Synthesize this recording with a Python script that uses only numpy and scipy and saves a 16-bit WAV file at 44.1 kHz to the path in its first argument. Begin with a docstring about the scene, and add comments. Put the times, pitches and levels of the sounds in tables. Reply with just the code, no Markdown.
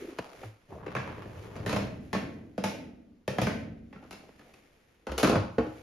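"""In a small kitchen a plastic filter is briefly handled, then a dishwasher's empty lower rack rolls out onto its door.
The rack's wheels are random grains and its bumps short noise bursts; both set the wire basket ringing.
Later the filter scrapes and clatters into its seat in the steel tub: dry knocks answered by tub resonances.
Low swelling notes, finger rubs and clothes rustle are added, with a short room echo and a quiet background hiss.
"""
import sys
import numpy as np
from scipy import signal
from scipy.fft import rfft, irfft
from scipy.io import wavfile
from scipy.ndimage import uniform_filter1d

SR = 44100
rng = np.random.default_rng(int(sys.argv[2]) if len(sys.argv) > 2 else 0)


def dump(signal):
    """Clip the signal to [-1, 1] and save it as 16-bit WAV at the path in sys.argv[1]."""
    limited = np.clip(np.atleast_2d(signal).T, -1, 1)
    pcm = np.round(limited * 32767).astype(np.int16)
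    wavfile.write(sys.argv[1], SR, pcm)


N = 256662
TIME = np.arange(N) / SR

# knocks of the rack's wheels and wires: t/s, level/dB, then thump/dB, tick/dB, body ring/dB and note/dB
# (ring is a gain, the rest are relative to level), note f/Hz, midrange tilt/dB per octave, rebound after t/s or 0
RACK_KNOCKS = [ (.72, -46, -7, -38, -2, 5, 360, -6, 0), (.863, -35.5, -7, -23, -1, 1, 378, 0, .016),
               (.951, -29, -10, -19, 2, -6, 1100, 2.5, 0), (.964, -30, -9, -23, 2, -7, 1600, 2, 0),
               (1.073, -42, -5, -22, 0, -3, 900, 0, .018), (1.179, -45, -5, -22, 1, 0, 462, -1, 0),
               (1.254, -45, -5, -24, 1, 1, 355, -1, 0), (1.555, -41.5, -6, -18.5, 3, -2, 446, -1, 0),
               (1.564, -44, -6, -13, 0, -3, 700, 0, 0), (1.662, -32, -5, -12, 4, -6, 1792, 0, .015),
               (1.694, -31, -3, -11, 4, -13, 4188, -1, 0), (1.728, -28, -3, -14, 2.5, -4, 619, 0, 0),
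               (1.762, -27, -2, -15, 2.5, -2, 645, -1, 0), (2.13, -27, -8, -15.5, 4, -2, 441, 1, 0),
               (2.148, -27.5, -6, -21, 2.5, -1, 650, -1, 0), (2.579, -30.5, -6, -19.5, 1.5, 0, 651, -2, 0),
               (2.639, -28, -8, -9.5, 3.5, -3, 877, 1, 0), (3.278, -28, -5.5, -13.5, 1.5, -3, 619, 0, 0),
               (3.384, -23.5, -9, -19, 1.5, -4, 721, 0, 0), (3.416, -28, 1, -11, 4, -7, 2449, 0, 0),
               (3.469, -26, -9, -17.5, 2.5, -6, 1491, -.5, 0), (3.927, -46, -8, -22, 5, -14, 2664, 0, 0),
               (3.958, -50, -5, -24, 2, -6, 1400, 0, 0), (4.109, -43, -15, -8, 3, -9, 1300, 0, 0),
               (4.128, -45, -9, -9, 0, 0, 400, 0, 0)]
# knocks of the plastic filter: same columns as the rack's knocks
FILTER_KNOCKS = [ (.186, -28.5, -7, -17.5, -9, -5, 420, 1.5, 0), (.431, -41, -4.5, -26, -6, -6, 775, 1, 0),
                 (4.024, -51, -4, -25, -2, -3, 800, 1, .02), (4.288, -54, -5, -23, -6, 1, 457, 0, 0),
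                 (4.393, -53, -6, -13, -2, -2, 1760, 2, .018), (4.538, -57, -6.5, -6, -3, 1, 2550, 1, 0),
                 (5.068, -34.5, -11, -18, 2, -2, 554, 0, .025), (5.117, -34, -8, -15, 1, 0, 522, 0, 0),
                 (5.179, -30, -16, -4.5, 3, -5, 1356, 1.5, .018), (5.23, -18, -7, -13, 2, -5, 349, 0, .014),
                 (5.273, -24, -6, -15, 2, -3, 462, -.5, 0), (5.295, -23, -1, -16, 2, -2, 306, 0, 0),
                 (5.325, -26.5, -3, -25, 3, 0, 473, -1, 0), (5.354, -22, -4, -24, 1, -3, 371, 0, 0),
                 (5.581, -25.5, -4, -26, 2, 0, 457, 1.5, 0), (5.664, -39, -2, -26, 0, 1, 420, -3, 0)]
# how a rebound differs from its blow: changes of knock/dB, thump/dB, tick/dB, ring/dB, note/dB
REBOUND_CHANGE_DB = (-2, -1, -6.5, -1.5, -9)
# small bumps under the wheels: thump/dB, tick/dB, ring/dB, note/dB, as in the knock tables
BUMP_SHAPE_DB = (-6, -18, 3, -3)

# tone colour of each sound, only the shape counts: f/Hz, level/dB
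RACK_COLOUR = [(30, -21), (65, -5.5), (120, 1), (220, 4), (380, -5), (460, -2.8), (600, -2), (1000, -8),
               (1700, -11), (2800, -14.5), (3500, -20.5), (4500, -21), (7000, -26), (11000, -30.5),
               (15500, -43)]
FILTER_COLOUR = [(30, -43), (65, -13.5), (115, -6), (190, -3), (320, -1), (520, 1), (850, -5), (1350, -7.5),
                 (2000, -15.5), (2800, -15), (3500, -21), (4500, -20.5), (7000, -27), (11000, -31.5),
                 (15500, -48)]
RUMBLE_COLOUR = [(30, -6), (70, 4.5), (110, 10), (220, -2), (400, 0.5), (650, -4), (1100, -20.5),
                 (2500, -58.5)]
GRIT_COLOUR = [(400, -6), (1000, 10), (2200, -3.5), (3200, -6.5), (4000, -13.5), (6000, -21), (15000, -30)]
CLOTH_COLOUR = [(80, 8.5), (500, 9), (1000, -2.5), (2200, 2), (4000, -9), (7000, -11), (11000, -14.5),
                (15500, -20.5)]
QUIET_COLOUR = [(25, 0), (60, 4), (120, -1), (300, -6), (700, -14), (2000, -20), (5000, -27), (15000, -38)]

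# clear resonances of the rack and of the steel tub: f/Hz, relative level/dB, time to fall 60 dB t/s
RACK_MODES = [(110, -2.5, .26), (199, 6, .5), (224, -3, 1.2), (250, -9, .9), (310, -5, .6), (442, 3, .23),
              (513, -1, .35), (570, 0, .25), (640, -2, .35), (738, -2, .25), (870, 5, .25), (1050, -2, .35),
              (1115, 0, .35), (1255, -1, .33), (1355, 0, .3), (1780, 2, .4), (2680, 4, .39)]
TUB_MODES = [(63, -1, .4), (150, -5, .18), (228, -6, .9), (312, 5, .4), (347.5, 3, .3), (454.6, 0, .3),
             (530, 3, .4), (692, 2, .33), (789, 4, .25), (833, -1, .4), (958, -6, .45), (1096, -1, .4),
             (1312, 3, .25), (1376, 1, .2), (1500, 0, .2), (1678, -3, .37)]
# dense ringing of the wires, the tub and the room: f/Hz, time to fall 60 dB t/s, relative level/dB
WIRE_RING = [(59, 1.77, 3), (126, 1.01, 3), (250, 1.49, 0), (495, 0.86, -0.5), (990, 0.55, -1.5),
             (2430, 0.62, 2.5), (5300, 0.41, 6), (12000, 0.44, 1)]
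TUB_RING = [(60, 0.82, 4.5), (247, 0.41, -1), (1000, 0.57, -1.5), (2500, 0.35, 1.5), (5000, 0.52, 1.5),
            (12200, 0.29, 0)]
KITCHEN_RING = [(125, .75, 0), (1000, 0.22, 0), (12000, 0.45, 0)]
# notes of the filter plate and tub floor at the last push: f/Hz, level/dB, time to fall 60 dB t/s, rise t/ms
SEAT_MODES = [(64, -36, .3, 12), (199, -29, .2, 10), (237, -11.5, .11, 14), (312, -29, .25, 8),
              (457, -22.5, .14, 2), (515, -19.5, .09, 2), (867, -38, .11, 2), (1094, -31, .1, 2),
              (1445, -38, .12, 2)]
# low swelling notes of the filter plate, the knocked wire rack and the steel door or tub: t/s, f/Hz, peak level/dB
LOW_NOTES = [(.02, 400, -34), (.079, 360, -34), (.45, 108.4, -38.5), (.96, 125, -36), (1.355, 97, -39),
             (2.158, 199, -26.5), (2.584, 200, -32.5), (2.655, 203, -33.5), (3.417, 133.5, -28),
             (3.475, 195, -33), (5.088, 66, -35), (5.236, 190, -23), (5.364, 103, -24.5)]

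# rack scraping along its guides: peak t/s, level/dB, t to rise 20 dB/s, t to fall 20 dB/s
SCRAPES = [(.72, -53, .025, .1), (.835, -48, .08, .2), (.925, -47.5, .06, .1), (.99, -46, .1, .47),
           (1.46, -53, .06, .15), (1.775, -38.5, .15, .13)]
# clothes rustling with each bend and reach: same columns as the scrapes
MOVES = [(.01, -50, .3, .62), (.45, -49.5, .3, .12), (.73, -59, .15, .2), (1.42, -54, .9, 1.17),
         (2.015, -60, .03, .8), (4.05, -64.5, .2, 1.6), (4.5, -58.5, .9, 1.0), (5.74, -52, .36, .5)]
# tiny ticks as the filter shifts in the hands: same columns as the scrapes
FUMBLES = [(.26, -53, .4, .35), (4.04, -61, .03, .6)]
# wheels creaking as they break free: columns of the scrapes, then f/Hz
WHEEL_CREAKS = [(.727, -47, .028, .06, 720), (.765, -47, .06, .08, 470)]
# filter juddering as it is twisted into its seat: columns of the scrapes, then f/Hz
JUDDERS = [(5.312, -27, .12, .09, 340), (5.35, -30, .08, .05, 520)]
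# fingers rubbing the filter's plate as the grip shifts: columns of the scrapes, then plate f/Hz
GRIPS = [(.05, -42.5, .3, .2, 340), (.26, -51, .04, .07, 560), (.345, -52, .06, .07, 500),
         (.435, -50.5, .06, .07, 470), (4.24, -58, .05, .08, 520), (4.48, -61, .08, .12, 600)]

# the two microphone openings, gain of the left-right difference: f/Hz, level/dB
STEREO_WIDTH = [(60, -19), (125, -17.5), (250, -9.5), (500, -3.5), (1500, -2), (5000, -4), (7000, -3.5),
                (8200, -22.5), (9800, 2.5), (11500, -27), (13000, -3.5), (15000, -15)]
# how far the left opening is ahead of the right: f/Hz, phase/rad
LEFT_LEAD = [(5500, 0), (7000, 1.3), (7800, 3.0), (8600, 3.25), (10000, 4.9), (11000, 6.15), (12100, 6.4),
             (13300, 7.5), (14000, 9.38), (16000, 9.44)]

# one steady pull: the rolling sound starts, rises over the attack, then fades from the stop on
ROLL_START_S, ROLL_ATTACK_S, ROLL_STOP_S, ROLL_RELEASE_S = .685, .022, 1.756, .15
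GATHER_S, GATHER_DB = .25, 2.5  # time to reach full speed; how much quieter the rolling starts
RUMBLE_DB, GRIT_DB = -45.5, -58
SLOW_GRIT_HZ = 1800  # a slow scrape stays mostly below this; treble joins with speed
DOOR_S, DOOR_DB = 1.57, 5.5  # the rumble grows as the wheels run onto the hollow door
BUMPS_PER_S, LOUDEST_BUMP_DB, LOWEST_BUMP_HZ, BUMP_TILT_DB = 7, -49.5, 450, -1.5  # tilt per octave
NOTE_DB, NOTE_T60_S = -16, .025  # each struck spot also rings briefly on its own note
FIRM_TICK_DB, SOFT_MS_PER_DB = -20, .34  # blows with less tick than this rise more slowly
LOW_NOTE_RISE_CYCLES = 2.16
SEAT_S = 5.582
QUIET_DB = -67.5
TOP_HZ = 14400


def rack():
    """Wheels rumble, bump and scrape along their track, and this shaking sets the wire basket ringing."""
    blows = knocks(RACK_KNOCKS, rise_ms=.26) + knocks(bumps(), rise_ms=1.2)
    direct, spots = strike(blows, RACK_COLOUR, gains_db=(-13.5, -11.5, -10.5), t60s=(.04, .07, .035),
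                           snap=9.7, spread=.82, lag=1.756, rattle=.65)
    speed = np.clip((TIME - ROLL_START_S) / GATHER_S, 0, 1)
    fade_in = (TIME - ROLL_START_S) / ROLL_ATTACK_S
    fade_out = 1 - (TIME - ROLL_STOP_S) / ROLL_RELEASE_S
    rolling = np.clip(np.minimum(fade_in, fade_out), 0, 1) * undb(-GATHER_DB * (1 - speed))
    rumble = wheel_rumble(rolling)
    grit = guide_grit(rolling, speed)
    # every spot of the basket stirs its own mixture of wire notes; the clear modes answer all spots
    drives = spots + undb(-11.5) * grit[:1]
    wires = sum(resonate(drive, dense_ring(WIRE_RING)) for drive in drives)
    bending = resonate(spots.sum(axis=0) + undb(-2.5) * rumble, mode_ring(RACK_MODES))
    return direct + rumble + grit + creaks(WHEEL_CREAKS) + undb(-1.0) * wires + undb(-17.5) * bending


def wheel_rumble(rolling):
    """Many tiny hits under the rolling wheels blur into a low rumble, louder on the hollow door."""
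    on_door = uniform_filter1d(1. * (TIME > DOOR_S), size=2048)
    rumble = unit(colour(grains(rate=2000, scatter_db=2.0), RUMBLE_COLOUR))
    return rumble * rolling * undb(RUMBLE_DB + DOOR_DB * on_door)


def guide_grit(rolling, speed):
    """Sparse hits make a gritty scrape along the guides, brighter at higher speed."""
    grit = unit(colour(grains(rate=520, scatter_db=3.0), GRIT_COLOUR))
    grit = grit * np.hypot(rolling * speed * undb(GRIT_DB), swells(SCRAPES))
    treble = butter(grit, SLOW_GRIT_HZ, "high")
    grit = butter(grit, SLOW_GRIT_HZ, "low") + speed ** 2 * treble
    return grit * flutter(rate=45, depth_db=2.2)  # the wheels catch and run free


def bumps():
    """Wheels at full speed meet small bumps: one at a chance moment in each equal slot before the door."""
    start = ROLL_START_S + GATHER_S
    count = round(BUMPS_PER_S * (DOOR_S - start))
    table = []
    for k, (when, weak, spot) in enumerate(rng.random((count, 3))):
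        s = start + (k + when) / BUMPS_PER_S
        note_hz = LOWEST_BUMP_HZ * 2 ** spot
        table.append((s, LOUDEST_BUMP_DB - 6 * weak, *BUMP_SHAPE_DB, note_hz, BUMP_TILT_DB, 0))
    return table


def plastic_filter():
    """Dry plastic knocks and juddering shake the air; the knocks also ring the hollow steel tub."""
    blows = knocks(FILTER_KNOCKS, rise_ms=.55)
    direct, spots = strike(blows, FILTER_COLOUR, gains_db=(-13.5, -11, -10), t60s=(.05, .07, .04),
                           snap=6.8, spread=.34, lag=1.307, rattle=.61)
    hollow = sum(resonate(drive, dense_ring(TUB_RING)) for drive in spots)
    walls = resonate(spots.sum(axis=0), mode_ring(TUB_MODES))
    return direct + creaks(JUDDERS) + undb(-1.5) * hollow + undb(-16.5) * walls


def seat(size=16384):
    """Pressing the filter home gives a quick woody knock of its plate and a slower hollow tub note."""
    out, t = np.zeros((2, N)), np.arange(size) / SR
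    for hz, db, t60, rise_ms in SEAT_MODES:
        envelope = (1 - np.exp(-t * 1000 / rise_ms)) * decay(t, t60)
        phase = rng.uniform(-.4, .4, (2, 1))
        add(out, SEAT_S, undb(db) * envelope * np.sin(2 * np.pi * hz * t + phase))
    return out


def low_notes(size=16384):
    """Filter plate, wire rack and steel door or tub swell and die away on low notes; lower ones are slower."""
    out, t = np.zeros((2, N)), np.arange(size) / SR
    for s, hz, db in LOW_NOTES:
        rise = LOW_NOTE_RISE_CYCLES / hz
        envelope = t / rise * np.exp(1 - t / rise)
        add(out, s, (undb(db) * envelope * np.sin(2 * np.pi * hz * t))[None])
    return out


def grip():
    """Fingertips rub the thin plate, which answers with a low creak and tiny dry ticks."""
    ticks = colour(grains(rate=420, scatter_db=2.0), FILTER_COLOUR)
    ticks = unit(butter(ticks, hz=850, kind="high"))
    return creaks(GRIPS) + ticks * swells(FUMBLES)


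def clothes():
    """Cotton sliding over itself makes countless tiny hits: a fine rustle that swells with each move."""
    rustle = unit(colour(grains(rate=5000, scatter_db=1.5), CLOTH_COLOUR))
    return rustle * swells(MOVES) * flutter(rate=25, depth_db=1.3)


def kitchen_echo(near):
    """The room answers with a short, dense echo, unrelated left and right."""
    return undb(-17) * resonate(near, dense_ring(KITCHEN_RING))


def quiet_background():
    """Steady, faint noise with more bass than treble."""
    return undb(QUIET_DB) * unit(colour(rng.standard_normal((2, N)), QUIET_COLOUR))


def knocks(table, rise_ms):
    """Dull blows rise slowly and loose parts fall back once; gives a list of blows for strike."""
    blows = []
    for s, db, thump_db, tick_db, ring_db, note_db, note_hz, tilt_db, rebound_s in table:
        rise = rise_ms + SOFT_MS_PER_DB * max(FIRM_TICK_DB - tick_db, 0)
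        levels_db = np.array([db, db + thump_db, db + tick_db, ring_db, db + note_db])
        blows.append((s, *levels_db, note_hz, tilt_db, rise))
        if rebound_s > 0:
            blows.append((s + rebound_s, *(levels_db + REBOUND_CHANGE_DB), note_hz, tilt_db, rise))
    return blows


def strike(blows, spectrum, gains_db, t60s, snap, spread, lag, rattle, count=4):
    """Each blow is heard directly, and also pushes the body at one of a few spots."""
    direct, spots = np.zeros((2, N)), np.zeros((count, 1, N))
    for k, (s, *levels_db, ring_db, note_db, note_hz, tilt_db, rise_ms) in enumerate(blows):
        bands_db = np.add(levels_db, gains_db)
        heard, push = contact(spectrum, bands_db, tilt_db, rise_ms, t60s, snap, spread)
        t = TIME[:heard.shape[1]]
        note = (1 - np.exp(-t * note_hz)) * decay(t, NOTE_T60_S) * np.sin(2 * np.pi * note_hz * t)
        heard = heard + undb(NOTE_DB + note_db) * unit(note)
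        # the chatter pushes too, so each blow favours its own resonances
        push = np.sqrt(1 - rattle) * push + np.sqrt(rattle) * heard.mean(axis=0)
        add(direct, s, disperse(heard, lag))
        add(spots[k % count], s, disperse(push, lag) * undb(ring_db))
    return direct, spots


def contact(spectrum, levels_db, tilt_db, rise_ms, t60s, snap, spread, size=6144):
    """A blow is a snap plus noisy chatter in three bands (knock, thump, tick), and a push into the body."""
    t = np.arange(size) / SR
    sides = np.array([[1], [-1]])
    mid, side = rng.standard_normal((2, size))
    chatter = (1 - np.exp(-t * 1000 / rise_ms)) * (mid + spread * side * sides)
    chatter[:, 0] += snap * np.exp(-rise_ms)  # a soft contact swells and has little snap
    force = np.vstack([chatter, t == 0])  # the third row is a single click: the push
    # the harder the contact, the further its tick reaches into the top treble
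    hardness_db = .33 * (levels_db[2] - levels_db[0] + 13.0)
    shaped = []
    for hz, db in spectrum:
        treble_db = hardness_db * max(np.log2(hz / 4500), 0)
        midrange_db = tilt_db * np.log2(np.clip(hz, 300, 2500) / 1000)
        shaped.append((hz, db + treble_db + midrange_db))
    bands = [([300, 2500], "band"), (300, "low"), (2500, "high")]
    heard, push = 0, 0
    for (hz, kind), db, t60 in zip(bands, levels_db, t60s):
        part = butter(colour(force * decay(t, t60), shaped), hz, kind)
        heard = heard + undb(db) * unit(part[:2])
        push = push + undb(db) * unit(part[2:])
    return heard, push


def disperse(x, lag):
    """Bending waves carry the treble first and the bass late; a larger lag spreads them further apart."""
    size = x.shape[1]
    khz = np.arange(size // 2 + 1) * SR / size / 1000
    delay_ms = lag * np.maximum((khz + .02) ** -.5 - .35, 0) + .15
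    fade = np.minimum(np.linspace(2, 0, size), 1) ** 2
    # adding up the delays over frequency gives the phase shift
    return fade * irfft(rfft(x) * np.exp(-2j * np.pi * np.cumsum(delay_ms) * khz[1]))


def creaks(table):
    """Plastic sticks and slips: dense little pulses in one resonance for each rub."""
    out = 0
    for *rub, hz in table:
        pulses = grains(rate=500, scatter_db=1.5)[:1]
        out = out + unit(butter(pulses, [.73 * hz, 1.37 * hz], "band")) * swells([rub])
    return out


def grains(rate, scatter_db):
    """Rough surfaces touch in tiny random hits of very unequal size, about rate per second on each side."""
    hits = rng.random((2, N)) < rate / SR
    return hits * rng.standard_normal((2, N)) * undb(scatter_db * rng.standard_normal((2, N)))


def swells(table):
    """Loudness of sliding movements that build to a peak and die away; their powers add."""
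    power = 0
    for s, db, rise, fall in table:
        drop_db = 20 * np.maximum((s - TIME) / rise, (TIME - s) / fall)
        power = power + undb(db - drop_db) ** 2
    return np.sqrt(power)


def flutter(rate, depth_db):
    """Loudness that wavers at random, about rate times a second."""
    hold = int(SR / rate)
    steps = np.repeat(rng.standard_normal(N // hold + 1), hold)
    return undb(depth_db * uniform_filter1d(steps, hold // 2)[:N])


def dense_ring(table, size=65536, count=10):
    """Countless close resonances: noise in octave bands that each die away at their own rate."""
    t, hz = np.arange(size) / SR, np.arange(size // 2 + 1) * SR / size
    table = np.array(table)
    noise = rfft(rng.standard_normal((2, size))) * undb(read(table[:, [0, 2]], hz))
    octave = np.clip(np.log2(np.maximum(hz, 1) / 31.25), 0, count - 1)
    ring = 0
    for k in range(count):
        t60 = read(table[:, :2], 31.25 * 2 ** k)
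        band = irfft(noise * np.maximum(1 - abs(octave - k), 0))
        ring = ring + band * decay(t, t60)
    ring = ring * (1 - np.exp(-t / .0022))  # the vibration needs a moment to spread
    return ring / np.sqrt(np.sum(ring ** 2) / 2)


def mode_ring(modes, size=65536):
    """A few clear resonances ring as fading sine waves, each with its own phase left and right."""
    t = np.arange(size) / SR
    ring = 0
    for hz, db, t60 in modes:
        phase = rng.uniform(-.62, 1, (2, 1))
        ring = ring + undb(db) * decay(t, t60) * np.sin(2 * np.pi * hz * t + phase)
    return ring / np.sqrt(np.sum(ring ** 2) / 2)


def resonate(force, response):
    """What a body sounds like when the force (its first channel) drives it."""
    return signal.fftconvolve(force[:1], response, axes=-1)[:, :N]


def decay(t, t60):
    """Steady dying away that falls 60 dB in t60 seconds."""
    return np.exp(-np.log(1000) * t / t60)


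def undb(db):
    """Turn decibels into a plain multiplier."""
    return 10 ** (np.asarray(db) / 20)


def unit(x):
    """Scale to an average strength (rms) of 1."""
    return x / np.sqrt(np.mean(x ** 2))


def read(table, hz):
    """Look up a value between table points, with frequency spaced by octaves."""
    f, value = np.transpose(table)
    return np.interp(np.log(np.maximum(hz, 1)), np.log(f), value)


def colour(x, table):
    """Give a sound the tone colour in a table, with a filter that never sounds ahead of its input."""
    size = 2048
    gain = undb(read(table, np.arange(size // 2 + 1) * SR / size))
    # folding the cepstrum (the transform of the log gain) makes the filter respond at once
    cepstrum = irfft(np.log(gain))
    cepstrum[1:size // 2] *= 2
    cepstrum[size // 2 + 1:] = 0
    response = irfft(np.exp(rfft(cepstrum)))
    return signal.oaconvolve(x, response[None], axes=-1)[:, :x.shape[-1]]


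def butter(x, hz, kind):
    """Keep the low, high or middle part of a sound, with a third-order filter design."""
    return signal.sosfilt(signal.butter(3, hz, kind, fs=SR, output="sos"), x)


def add(track, s, sound):
    """Mix a sound in at time s."""
    start = max(int(s * SR), 0)
    track[:, start:start + sound.shape[1]] += sound[:, :N - start]


def scene():
    """All sources, the kitchen's short echo and its quiet background."""
    near = rack() + plastic_filter() + seat() + low_notes() + grip() + clothes()
    return near + kitchen_echo(near) + quiet_background()


def record(dry):
    """Two close openings hear the bass nearly alike and the treble out of step; the very top is cut."""
    hz = np.arange(N // 2 + 1) * SR / N
    left, right = rfft(dry)
    sides = np.array([[1], [-1]])
    middle = (left + right) / 2
    difference = (left - right) / 2 * undb(read(STEREO_WIDTH, hz))
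    lead = np.interp(hz, *np.transpose(LEFT_LEAD))
    pair = (middle + sides * difference) * np.exp(1j * sides * lead / 2)
    top_cut = signal.ellip(8, .2, 70, TOP_HZ, fs=SR, output="sos")
    return signal.sosfilt(top_cut, irfft(pair, N))


dry = scene()
out = record(dry)
dump(out)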